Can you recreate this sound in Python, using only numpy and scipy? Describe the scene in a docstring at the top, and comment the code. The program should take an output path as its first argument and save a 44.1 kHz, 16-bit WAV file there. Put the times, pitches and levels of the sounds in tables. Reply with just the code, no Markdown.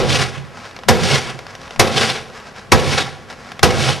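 """A blow's sharp crack is already dying away at the start; four more follow, in a hall, as a gloved fist strikes
the film-backed window of a loose car door. Each blow is a decaying burst of random contacts that rings the pane's
modes and booms the door; as the door rocks back, the glass grinds and rattles in its frame. Sleeves rustle and
small bits tick between blows, over hiss and the hum of the camera's drum. The camera notches a harmonic series
out of the sound and overloads smoothly on its peaks."""
import sys
import numpy as np
from scipy import signal
from scipy.fft import rfft, irfft, next_fast_len
from scipy.io import wavfile
from scipy.ndimage import map_coordinates

SR = 44100
rng = np.random.default_rng(int(sys.argv[2]) if len(sys.argv) > 2 else 0)


def wav_out(sig):
    """Save sig, one row per channel (or a flat mono array), as 16-bit PCM at SR to the path in sys.argv[1]."""
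    wavfile.write(sys.argv[1], SR, np.round(np.clip(np.atleast_2d(sig).T, -1, 1) * 32767).astype(np.int16))


N = 176400
TOP_HZ = 12371  # upper band limit

# The blows of the fist. Each row: start in seconds, then levels in dB of the crack, pane ring, door boom,
# frame knock and rattle, and the delay of the rattle's peak in seconds.
BLOWS = [(-.03, -3, -16, -18, -10.5, -21, 0.2), (0.8859, -2, -14.5, -17, -7.5, -17, 0.24),
         (1.7957, -1.5, -16.5, -21.5, -12.5, -19, 0.26), (2.7197, -2, -17, -15.5, -2.5, -20, .22),
         (3.6304, -1.5, -16, -18, -6.5, -18, 0.23)]


def amp(db):
    """Level law: decibels to an amplitude ratio."""
    return 10 ** (np.asarray(db) / 20)


def unit(x):
    """Power normalisation: scale to rms 1."""
    return x / np.sqrt(np.mean(x ** 2) + 1e-20)


def along(points, hz):
    """Logarithmic frequency scale: interpolate (Hz, value) points at hz."""
    f, v = np.transpose(points)
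    return np.interp(np.log(hz + 1), np.log(f + 1), v)


def since(s):
    """Time origin: seconds since s, for every sample."""
    return np.arange(N) / SR - s


def fade(s, t60):
    """Exponential decay after a sudden start at s, losing 60 dB in t60 seconds."""
    t = since(s)
    return (t >= 0) * np.exp(-np.log(1000) * np.abs(t) / t60)


def swell(s, rise, t60):
    """Gradual excitation: a bell-shaped rise to s, then an exponential decay."""
    t = since(s)
    return (t < 0) * np.exp(-(t / rise) ** 2) + fade(s, t60)


def wobble(rate):
    """Slow random modulation: a smooth curve through rate random knots a second."""
    knots = rng.standard_normal(2000)
    return map_coordinates(knots, [np.arange(N) * rate / SR], mode="wrap")


def grains(rate, scatter_db):
    """Shot noise: random tiny contacts, rate a second, of scattered size and either sign."""
    struck = rng.random(N) < rate / SR
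    sign = np.sign(rng.standard_normal(N))
    size = amp(scatter_db * np.clip(rng.standard_normal(N), -2, 2))
    return unit(struck * sign * size)


def filtered(x, response):
    """Linear filtering: multiply the spectrum by a complex response of frequency."""
    m = 2 * next_fast_len(N * 2 // 3)
    return irfft(rfft(x, m) * response(np.fft.rfftfreq(m, 1 / SR)), m)[..., :N]


def coloured(x, level):
    """Minimum phase: a causal filter of unit power, whose level gives dB for each frequency."""
    def response(hz):
        magnitude = unit(amp(level(hz)) * np.where(hz < TOP_HZ, 1, .1))
        cepstrum = irfft(np.log(magnitude + 1e-6))
        # Folding the cepstrum onto positive times makes the filter causal.
        cepstrum[1:len(cepstrum) // 2] *= 2
        cepstrum[len(cepstrum) // 2 + 1:] = 0
        return np.exp(rfft(cepstrum))
    return filtered(x, response)


def through_glass(x, spectrum):
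    """Resonance: contacts of a given spectrum are coloured by the modes of glass and frame."""
    # Resonances of glass and frame. Each row: frequency in Hz, width in Hz, boost in dB.
    resonances = [(365, 89, 2), (513, 45, 5.5), (770, 98, 4.5), (1090, 52, 3), (1435, 87, 2),
                  (1653, 34, 2.5), (2070, 77, -1), (2210, 110, 2), (2590, 72, 0.5), (3560, 125, 5.5),
                  (3580, 46, -7), (4750, 190, 2), (5300, 63, 2.5), (5800, 54, 6)]

    def level(hz):
        peaks = sum(db / (1 + (2 * (hz - f) / width) ** 2) for f, width, db in resonances)
        return along(spectrum, hz) + peaks
    return coloured(x, level)


def cracks():
    """Impact: the glove lands, the glass cracks and knocks on its frame, and door and pane shudder on."""
    # Spectra of crack, frame knock and shudder. Each row: frequency in Hz, level in dB per Hz.
    crack_spectrum = [(30, -27), (100, -5), (300, -12), (600, -10), (1100, -8.5), (2200, -6), (3500, -10.5),
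                      (5500, -9.5), (7200, -17), (12000, -22.5)]
    knock_spectrum = [(200, -7), (360, 0), (550, -17.5), (750, 2), (1050, 0.5), (1400, -1), (2000, -10.5),
                      (5000, -43)]
    shudder_spectrum = [(60, -18.5), (200, 1), (420, 4.5), (700, -0.5), (1200, -6), (2500, -8.5),
                        (5500, -16), (7500, -25), (12000, -35.5)]
    crack_t60_s, knock_t60_s, shudder_t60_s = 0.079, 0.12, 0.63
    touch_s, touch_db = 0.0029, -18  # the glove lands this long before the blow
    shudder_db = -10  # against the crack
    burst, knock, shudder = np.zeros((3, N))
    for s, crack_db, _, _, knock_db, *_ in BLOWS:
        touch = amp(touch_db) * fade(s - touch_s, crack_t60_s)
        burst += amp(crack_db) * (fade(s, crack_t60_s) + touch)
        knock += amp(knock_db) * fade(s, knock_t60_s)
        shudder += amp(crack_db + shudder_db) * fade(s, shudder_t60_s)
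    return (through_glass(burst * grains(rate=13000, scatter_db=0), crack_spectrum)
            + through_glass(knock * grains(rate=4600, scatter_db=5), knock_spectrum)
            + through_glass(shudder * grains(rate=3000, scatter_db=0), shudder_spectrum))


def pane():
    """Modal vibration: every blow rings the same bending modes, each time a little differently."""
    # Low modes of the pane. Each row: frequency in Hz, level in dB, 60 dB decay time in seconds.
    modes = [(228.3, -9, 0.71), (338, -3, 0.14), (394, -9, 0.23), (463, 5, 0.17), (495.3, -1.5, 0.57),
             (524.3, 5, 0.15), (715.5, 3, 0.16), (748, -7, 0.1), (988, 3, 0.1), (1090, -13, .22),
             (1460, -40, 0.3)]
    out = np.zeros(N)
    for s, _, ring_db, *_ in BLOWS:
        t = since(s)
        live = (t >= 0) & (t < 1)
        t = t[live]
        variations = rng.standard_normal((len(modes), 3))
        for (hz, mode_db, t60), (size, tune, turn) in zip(modes, variations):
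            decay = amp(ring_db + mode_db + 1.5 * size) * np.exp(-np.log(1000) * t / t60)
            cycles = hz * (1 + 0.0067 * tune) * t + turn
            out[live] += decay * np.sin(2 * np.pi * cycles)
    return out


def door():
    """Cavity and panel resonance: the hollow door thumps at a blow, booms as it rocks, mostly to the right."""
    # Booming modes. Each row: frequency in Hz, width in Hz, level in dB at the blow, level in dB rocking back.
    booms = [(32, 34, -16, -24), (61, 38, -12, -13.5), (84.4, 14, -6.5, -6), (111.7, 37, -6.5, -8),
             (138.3, 24, -14, -1.5), (168.4, 16, -10, -8), (218, 41, -15.5, -15)]
    # The door rocks back. Each row: peak time in seconds, rise in seconds, boom level in dB.
    rocks = [(.11, .03, -15), (.19, .04, -22.5), (.39, 0.032, -31.5), (1.039, 0.032, -16),
             (1.135, 0.021, -23), (1.28, 0.047, -34), (2.03, 0.13, -19.5), (2.88, .05, -17.5),
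             (2.95, 0.024, -25), (3.79, 0.032, -14), (3.91, .04, -23.5)]
    # Left boom against the right. Each row: frequency in Hz, level in dB, phase lead in radians.
    left_table = np.array([(30, 4, -2.5), (55, -1, -3), (85, -10.5, -3), (114, -13, -2), (135, -11, -0.6),
                           (174, -5, -4.6), (225, -2.5, -1)])
    boom_t60_s, rock_t60_s = 1, 0.6
    thump_db, thump_t60_s = 10.5, 0.31  # level against the boom
    spread_db = -27.5  # independent boom at the left
    struck = sum(amp(db) * (fade(s, boom_t60_s) + amp(thump_db) * fade(s, thump_t60_s))
                 for s, _, _, db, *_ in BLOWS)
    rocked = sum(amp(db) * swell(s, rise, rock_t60_s) for s, rise, db in rocks)
    out = np.zeros((2, N))
    for f, width, hit_db, rock_db in booms:
        noise = rng.standard_normal((2, N))
        ring = unit(filtered(noise, lambda hz: 1 / (1 + (2 * (hz - f) / width) ** 2)))
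        out += ring * np.hypot(amp(hit_db) * struck, amp(rock_db) * rocked)
    right, independent = out

    def left_response(hz):
        gain = amp(along(left_table[:, :2], hz))
        phase = along(left_table[:, ::2], hz)
        return gain * np.exp(1j * phase)
    left = filtered(right, left_response)
    return np.array([left + amp(spread_db) * independent, right])


def rattle():
    """Intermittent contact: the loose pane chatters in its frame, clacks, and in bursts grinds and clunks."""
    # Grinding bursts. Each row: peak time in seconds, rise in seconds, grinding level in dB,
    # level in dB of the pane's clunk on its frame, frequency in Hz that the rubbing spot favours.
    grinds = [(.11, .02, -20, -45, 3500), (0.157, 0.047, -15.5, -43, 2770), (0.23, 0.039, -17, -20.5, 1850),
              (.36, .02, -31, -32, 2800), (1.049, 0.016, -21.5, -34, 5000), (1.116, 0.014, -24, -23, 2700),
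              (1.162, 0.022, -15.5, -23, 2070), (1.302, 0.053, -28.5, -32, 2510),
              (1.982, 0.046, -16.5, -30, 3200), (2.034, 0.028, -15, -17, 1510),
              (2.1, 0.014, -20, -28, 3580), (2.166, 0.024, -26.5, -28, 2490),
              (2.939, 0.014, -18, -24, 2330), (2.986, 0.011, -14.5, -18.5, 3630),
              (3.08, 0.018, -39, -30, 1400), (3.853, .015, -27, -39, 5010),
              (3.896, 0.018, -16, -18.5, 3160)]
    # Clacks of pane on frame. Each row: start in seconds, level in dB.
    clack_hits = [(.101, -18), (0.2203, -14.5), (1.034, -16), (1.1095, -13), (1.1439, -17), (1.872, -15),
                  (2.01, -11.5), (2.7965, -17.5), (2.9164, -21), (2.9796, -20), (3.706, -17)]
    # Spectra of rattle and clunk. Each row: frequency in Hz, level in dB per Hz.
    rattle_spectrum = [(80, -18.5), (250, -2.5), (450, -1), (900, -6.5), (1700, -4.5), (3000, -4),
                       (5500, -7), (7200, -15.5), (9500, -18), (12000, -29)]
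    clunk_spectrum = [(150, -17), (380, -3), (560, -11.5), (760, 0.5), (950, -5.5), (1450, -2.5),
                      (2100, -4.5), (3500, -16), (7000, -50)]
    rattle_rise_s, rattle_t60_s = 0.11, 0.51
    clack_t60_s, grind_t60_s = 0.048, 0.17
    broad_gain, spot_gain, spot_q = 0.85, 0.78, 3.9
    clumps = amp(3 * wobble(rate=110))  # splinters catch and slip in clumps
    splinters = unit(clumps * grains(rate=7000, scatter_db=2.5))
    chatter = sum(amp(db) * swell(s + lag, rattle_rise_s, rattle_t60_s) for s, *_, db, lag in BLOWS)
    clacks = sum(amp(db) * fade(s, clack_t60_s) for s, db in clack_hits)
    contacts = np.hypot(chatter, clacks) * grains(rate=4000, scatter_db=3)
    clunk = np.zeros(N)
    for s, rise, grind_db, clunk_db, hz in grinds:
        envelope = swell(s, rise, grind_t60_s)
        burst = amp(grind_db) * envelope * splinters
        spot = signal.lfilter(*signal.iirpeak(hz, spot_q, SR), burst + 1e-20)
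        contacts += broad_gain * burst + spot_gain * spot
        clunk += amp(clunk_db) * envelope
    clunk_contacts = clunk * grains(rate=700, scatter_db=3)
    return through_glass(contacts, rattle_spectrum) + through_glass(clunk_contacts, clunk_spectrum)


def floor():
    """Stationary noise and a pure tone: steady air and hiss, and the hum of the camera's drum."""
    # Spectrum of air and hiss. Each row: frequency in Hz, level in dB per Hz.
    floor_spectrum = [(12, -59), (20, -6), (88, 4.5), (243, 0.5), (301, -0.5), (515, -1.5), (589, -0.5),
                      (655, -2.5), (904, -5.5), (1630, -8.5), (2720, -12.5), (5320, -24), (12200, -33),
                      (15900, -83), (22000, -120)]
    floor_db, side_db = -41, -8.5  # side against mid
    hum_hz, hum_db = 149.9, -53.5
    mid, side = coloured(rng.standard_normal((2, N)), lambda hz: along(floor_spectrum, hz))
    air = mid + amp(side_db) * side * np.array([[1], [-1]])
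    hum = np.sin(2 * np.pi * hum_hz * since(0))
    return amp(floor_db) * air + amp(hum_db) * hum


def sleeves():
    """Friction noise: cloth rustles unevenly as the arm swings up again after a blow."""
    # Spectrum of the cloth. Each row: frequency in Hz, level in dB per Hz.
    rustle_spectrum = [(120, -44), (200, -7), (250, 0), (292, -16.5), (524, -4.5), (909, -5), (1040, -4.5),
                       (1630, -5), (3420, -16), (5170, -14), (12200, -38.5), (15900, -61), (22000, -120)]
    delay_s, width_s, rustle_db = 0.69, 0.24, -37.5  # delay from blow to fullest rustle
    swing = sum(np.exp(-(since(s + delay_s) / width_s) ** 2) for s, *_ in BLOWS)
    folds = unit(amp(3.6 * wobble(rate=26)) * grains(rate=2500, scatter_db=2))
    return amp(rustle_db) * coloured(swing * folds, lambda hz: along(rustle_spectrum, hz))


def ticks():
    """Stress release: settling glass and frame give small snaps, each with a short crackle."""
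    # Snaps of glass and frame. Each row: start in seconds, level in dB.
    snaps = [(0.451, -38), (.652, -36), (.7114, -37), (0.7643, -29), (0.7894, -33), (0.8352, -33.5),
             (1.3904, -27), (1.4667, -30), (1.552, -28.5), (1.6156, -35), (1.6783, -33.5), (1.7077, -26.5),
             (1.761, -30), (2.3, -36.5), (2.4, -36.5), (2.562, -37.5), (2.5937, -35), (3.3005, -32),
             (3.327, -34), (3.5185, -26.5), (3.5929, -21.5)]
    # Spectrum of a tick. Each row: frequency in Hz, level in dB per Hz.
    tick_spectrum = [(100, -30), (500, 1), (1500, 2.5), (3500, -4.5), (5800, -9.5), (7500, -22),
                     (12000, -26)]
    crackle_t60_s = 0.028
    snap_db, snap_t60_s = 3.5, 0.01  # level against the crackle
    level = sum(amp(db) * (fade(s, crackle_t60_s) + amp(snap_db) * fade(s, snap_t60_s)) for s, db in snaps)
    return through_glass(level * grains(rate=9000, scatter_db=0.5), tick_spectrum)


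def hall(x):
    """Reverberation: convolution with a noise tail whose decay time depends on frequency."""
    # Decay of the hall. Each row: frequency in Hz, 60 dB decay time in seconds.
    decay_times = [(100, 1), (1000, 1), (4000, 0.48), (12000, 0.54)]
    hz, t, z = signal.stft(rng.standard_normal(SR), SR, nperseg=256)
    decay = np.exp(-np.log(1000) * t / along(decay_times, hz)[:, None])
    tail = signal.istft(z * decay, SR, nperseg=256)[1]
    return signal.fftconvolve(x, tail / np.linalg.norm(tail))[:N]


def widened(x):
    """Decorrelation: early echoes from wall and floor differ between the two microphones."""
    # Stereo width. Each row: frequency in Hz, side level in dB.
    side_levels = [(200, -7), (500, -14), (1000, -15), (2200, -18.5), (4000, -40), (10000, -49)]
    echoes = rng.standard_normal(N) * fade(0, t60=0.036)
    echoed = signal.fftconvolve(x, echoes / np.linalg.norm(echoes))[:N]
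    side = filtered(echoed, lambda hz: amp(along(side_levels, hz)))
    return np.array([x + side, x - side])


def scene():
    """Superposition: the window near the centre with its hall, the door's boom and the steady floor."""
    window = cracks() + pane() + rattle() + sleeves() + ticks()
    balance = amp([[.3], [-.3]])  # dB, left and right
    return widened(window + amp(-14) * hall(window)) * balance + door() + floor()


def record(dry):
    """Comb filtering, saturation and band limiting: the camera's notches, overload and upper limit."""
    notch_hz = 299.7  # notches at 0 Hz and every multiple of this, twice the drum's hum
    narrowness, depth = 0.62, 0.74  # 0 to 1
    clip_level = .98

    def comb(hz):
        z = np.exp(-2j * np.pi * hz / notch_hz)
        full_notch = (1 + narrowness) / 2 * (1 - z) / (1 - narrowness * z)
        return 1 + depth * (full_notch - 1)
    x = filtered(dry, comb)
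    x = x / (1 + (x / clip_level) ** 6) ** (1 / 6)
    return filtered(x, lambda hz: 1 / np.sqrt(1 + (hz / TOP_HZ) ** 120))


dry = scene()
out = record(dry)
wav_out(out)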